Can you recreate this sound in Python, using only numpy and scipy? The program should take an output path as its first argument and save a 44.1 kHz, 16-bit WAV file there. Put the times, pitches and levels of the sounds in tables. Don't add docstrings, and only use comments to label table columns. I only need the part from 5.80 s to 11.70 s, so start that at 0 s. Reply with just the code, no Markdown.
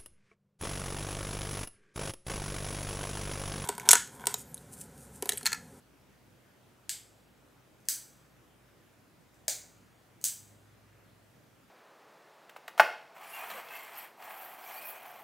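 import sys
import numpy as np
from scipy import signal
from scipy.fft import irfft
from scipy.io import wavfile
from scipy.ndimage import uniform_filter1d

SR = 44100
rng = np.random.default_rng(int(sys.argv[2]) if len(sys.argv) > 2 else 0)


def materialize(psi):
    bounded = np.clip(np.atleast_2d(psi).T, -1, 1)
    quanta = np.round(bounded * 32767).astype(np.int16)
    wavfile.write(sys.argv[1], SR, quanta)


def makeup_ratio(level_db):
    decades = np.asarray(level_db, float) / 20
    return 10 ** decades


N = 260137

# start in seconds, level in dB, room level in dB, left over right in dB,
# delay in seconds until the stereo band narrows.
SNAPS = [
    (1.0934, -19, -3, 1.7, 0.021),
    (2.086, -10.5, -3, 1, 0.028),
    (3.6807, -12, -3.5, 2, 0.051),
    (4.4407, -12.5, -0.5, 1.3, 0.022),
]
# start in seconds, level in dB, index of the snap it sounds like.
TICKS = [
    (2.003, -60, 1),
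    (2.054, -49.5, 1),
    (3.5435, -56.5, 0),
    (4.4131, -41, 3),
]
# frequency in Hz, width in Hz, level in dB in each of the 4 snaps.
CASING_MODES = [(610, 98, -35, -34.5, -8, -40), (1650, 190, -14, -14, -13.5, -20),
                (2240, 226, -10.5, -17, -11, -20), (3310, 540, -8, -16, -16.5, -14),
                (4110, 540, -10.5, -13, -8.5, -13), (4840, 450, -4, -5.5, -5, -8.5),
                (6140, 400, -7.5, -0.5, -3, -2), (6936, 710, -6.5, -7.5, -0.5, -2),
                (7520, 384, 0, -3, -5.5, -3.5), (7993, 380, -1, 1, -13, 2.5),
                (8420, 600, -3.5, -7, -2.5, -4.5), (9400, 590, -10.5, -3.5, -10, -3.5),
                (10370, 670, -10.5, -7.5, -12, -6.5), (11540, 770, -11.5, -12, -12, -13),
                (12450, 950, -10.5, -7, -15.5, -7.5), (14010, 880, -24, -8.5, -15, -8.5),
                (15110, 760, -19, -9.5, -11, -8.5)]
# delay in seconds, level in dB in each of the 4 snaps.
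BOUNCES = [(.00045, -8, -13.5, -8, -9), (.00085, -0.5, 3.5, -3, -5), (.0013, -7, -2, 1, -1),
           (.002, -5, -14.5, -0.5, -8)]
# delay in seconds, level in dB.
WALL_ECHOES = [(.0062, -7.5), (.0082, -13), (.0122, -14), (.0135, -13), (.0195, -12), (.0258, -8.5)]
# frequency in Hz, time to fall 60 dB in seconds.
ROOM_T60 = [(500, 0.38), (1500, 0.42), (3500, 0.34), (6000, 0.31), (9000, 0.28), (15000, .28)]
# frequency in Hz, left-right likeness from 0 to 1.
ROOM_LIKENESS = [(600, 0.73), (1500, 0.65), (4000, 0.9), (15000, .95)]
# frequency in Hz, density in dB per Hz.
AIR_SPECTRUM = [(24, -35.5), (40, -17.5), (75, -13.5), (91, -6.5), (114, -4), (150, -5), (179, -6),
                (309, -6.5), (417, -10.5), (562, -10.5), (1020, -16), (1450, -15.5), (4350, -26.5),
                (15500, -31.5)]
# frequency in Hz, left-right likeness from 0 to 1.
AIR_LIKENESS = [(60, 0.52), (130, 0.68), (300, 0.54), (1400, 0.49), (3100, .55), (7000, 0.55), (15000, .6)]
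# start in seconds, hold in seconds, frequency in Hz, level in dB.
SWELLS = [
    (.4, .25, 103, -78.5),
    (1.15, 0.13, 105.5, -69.5),
    (1.7, .1, 96, -76.5),
    (2.95, 0.14, 99.5, -74),
    (3.7, .5, 101.2, -73.5),
    (4.5, 0.53, 103.3, -65.5),
]
# frequency in Hz, level in dB, moment in step in seconds.
MOTOR_TONES = [(58.02, -78, 1.41), (57.2, -82, 1.41), (126.23, -76, 1.2), (121.15, -79, 1.2),
               (116.04, -87, 1.2)]
# frequency in Hz, width in Hz, level in dB.
WHIRR = (125.3, 9, -84)


def evened(x):
    return x / np.sqrt(np.mean(x ** 2) + 1e-20)


def read(points, hz):
    f, value = np.transpose(points)
    return np.interp(np.log(hz + 1), np.log(f + 1), value)


def add(mix, start_s, sound):
    part = mix[:, round(start_s * SR):][:, :sound.shape[1]]
    part += sound[:, :part.shape[1]]


def echoes(rows, size):
    taps = np.zeros(size)
    for delay_s, db in rows:
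        taps[round(delay_s * SR)] += makeup_ratio(db)
    return taps


def pair(frames, hz, likeness):
    a, b, c, d = rng.standard_normal((frames, len(hz), 4)).T
    same = np.clip(read(likeness, hz), 0, 1)[:, None]
    common = np.sqrt((1 + same) / 2) * (a + 1j * b)
    apart = np.sqrt((1 - same) / 2) * (c + 1j * d)
    return np.array([common + apart, common - apart])


def switch():
    crack_db, crack_hz, crack_s = -6.5, 7960, 0.00015
    out = np.zeros((2, N))
    walls = echoes(WALL_ECHOES, size=1400)
    snaps = [(s, db, k) for k, (s, db, *_) in enumerate(SNAPS)]
    for start_s, db, k in snaps + TICKS:
        room_db, pan_db = SNAPS[k][2:4]
        ring = snap(k)
        t = np.arange(len(ring)) / SR
        crack = makeup_ratio(crack_db) * np.exp(-t / crack_s) * np.sin(2 * np.pi * crack_hz * t)
        direct = makeup_ratio(db) * (ring + crack)
        add(out, start_s, direct * makeup_ratio([[pan_db / 2], [-pan_db / 2]]))
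        off_walls = np.convolve(direct, walls * rng.uniform(0.35, 1, len(walls)))
        add(out, start_s, off_walls[None].repeat(2, axis=0))
        add(out, start_s, makeup_ratio(room_db + 4.5) * np.linalg.norm(direct) * room(k))
    return out


def snap(k):
    t = np.arange(1500) / SR
    ring = np.zeros(len(t))
    for n, (hz, width_hz, *dbs) in enumerate(CASING_MODES):
        decay = width_hz * np.exp(-np.pi * width_hz * t)
        ring += (-1) ** n * makeup_ratio(dbs[k]) * decay * np.sin(2 * np.pi * hz * t)
    blows = echoes([(0, 0.00041)] + [(s, dbs[k]) for s, *dbs in BOUNCES], size=200)
    blows[1:] *= rng.choice([-1., 1.], 199)
    sound = np.convolve(ring, blows)
    return sound / abs(sound).max()


def room(k, gap_s=0.0055, build_s=0.011, leak_db=-14):
    late_db, late_stretch = -16.5, 2.18
    hz = np.fft.rfftfreq(256, 1 / SR)
    t = np.arange(500) * 64 / SR
    fall_db = -60 * t / read(ROOM_T60, hz)[:, None]
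    decay = np.hypot(makeup_ratio(fall_db), makeup_ratio(late_db + fall_db / late_stretch))
    z = pair(len(t), hz, ROOM_LIKENESS) * decay
    tail = signal.istft(z * colour(k, hz)[:, None], nperseg=256, noverlap=192)[1]
    s = np.arange(tail.shape[1]) / SR
    leak = makeup_ratio(leak_db) * (s > 0.002)
    build = np.where(s > gap_s, 1 - 0.5 * np.exp(-(s - gap_s) / build_s), leak)
    clumps_db = 2.0 * evened(uniform_filter1d(rng.standard_normal(len(s)), 60)) * np.exp(-s / 0.05)
    tail = tail * build * makeup_ratio(clumps_db)
    return tail / np.linalg.norm(tail[0])


def colour(k, hz):
    spread = 1.02
    power = np.zeros(len(hz))
    for mode_hz, width_hz, *dbs in CASING_MODES:
        power += makeup_ratio(2 * dbs[k]) / (1 + ((hz - mode_hz) / (spread * width_hz)) ** 2) ** 2
    return np.sqrt(power)


def air(level_db=-62.5, patchy_db=1.17):
    frames, hz = N // 512 + 6, np.fft.rfftfreq(2048, 1 / SR)
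    z = pair(frames, hz, AIR_LIKENESS)
    noise = rng.standard_normal((frames, len(hz))).T
    patches = evened(uniform_filter1d(uniform_filter1d(noise, 20, 0), 8, 1))
    z = z * makeup_ratio(read(AIR_SPECTRUM, hz)[:, None] + patchy_db * patches)
    return makeup_ratio(level_db) * evened(signal.istft(z, nperseg=2048, noverlap=1536)[1][:, :N])


def drone(rise_s=0.08, fade_db_per_s=6, fade_holds=1.7):
    t, out = np.arange(N) / SR, np.zeros(N)
    for start_s, hold_s, hz, db in SWELLS:
        end_s = start_s + hold_s
        gone_s = end_s + rise_s + fade_holds * hold_s
        shape = np.interp(t, [start_s - rise_s, start_s, end_s, gone_s], [0, 1, 1, 0])
        level_db = db - fade_db_per_s * np.maximum(t - end_s, 0)
        out += np.sqrt(2 * shape) * makeup_ratio(level_db) * np.sin(2 * np.pi * hz * t)
    return out


def motors():
    t = np.arange(N) / SR
    return sum(np.sqrt(2) * makeup_ratio(db) * np.cos(2 * np.pi * hz * (t - step_s))
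               for hz, db, step_s in MOTOR_TONES)


def whirr():
    hz, width_hz, db = WHIRR
    f = np.fft.rfftfreq(N, 1 / SR)
    z = rng.standard_normal(len(f)) + 1j * rng.standard_normal(len(f))
    return makeup_ratio(db) * evened(irfft(z * np.exp(-((f - hz) / width_hz) ** 2 * 2), N))


def scene():
    return switch() + air() + drone() + motors() + whirr()


def band_limit(x):
    return signal.sosfilt(signal.butter(12, 16830, fs=SR, output="sos"), x)


def record(dry):
    edge_hz, refill_hz_per_s, narrowest_hz = 7460, 11100, 1220
    low_cut_hz, top_hz = 43, 15780
    mid, side = (dry[0] + dry[1]) / 2, (dry[0] - dry[1]) / 2
    hz, t, z = signal.stft(side, SR, nperseg=1024)
    edge = np.full(len(t), float(edge_hz))
    wander_hz = 900 * rng.standard_normal(len(t) // 4 + 1).repeat(4)[:len(t)]
    for s, *_, wide_s in SNAPS:
        narrow_s = s + wide_s
        refill = narrowest_hz + wander_hz + refill_hz_per_s * (t - narrow_s)
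        edge = np.where(t > narrow_s, np.minimum(edge_hz, refill), edge)
        edge[(t > s - 0.012) & (t <= narrow_s)] = SR
    side = signal.istft(z * (hz[:, None] < edge), SR, nperseg=1024)[1][:N]
    low_cut = signal.butter(4, low_cut_hz, 'high', fs=SR, output='sos')
    x = signal.sosfilt(low_cut, [mid + side, mid - side])
    lowpass = signal.firwin(401, top_hz, window=("kaiser", 8), fs=SR)
    low = signal.oaconvolve(x, lowpass[None], "same", axes=1)
    mix = low + makeup_ratio(-24.5) * (x - low)
    return band_limit(mix)


dry = scene()
out = record(dry)
materialize(out)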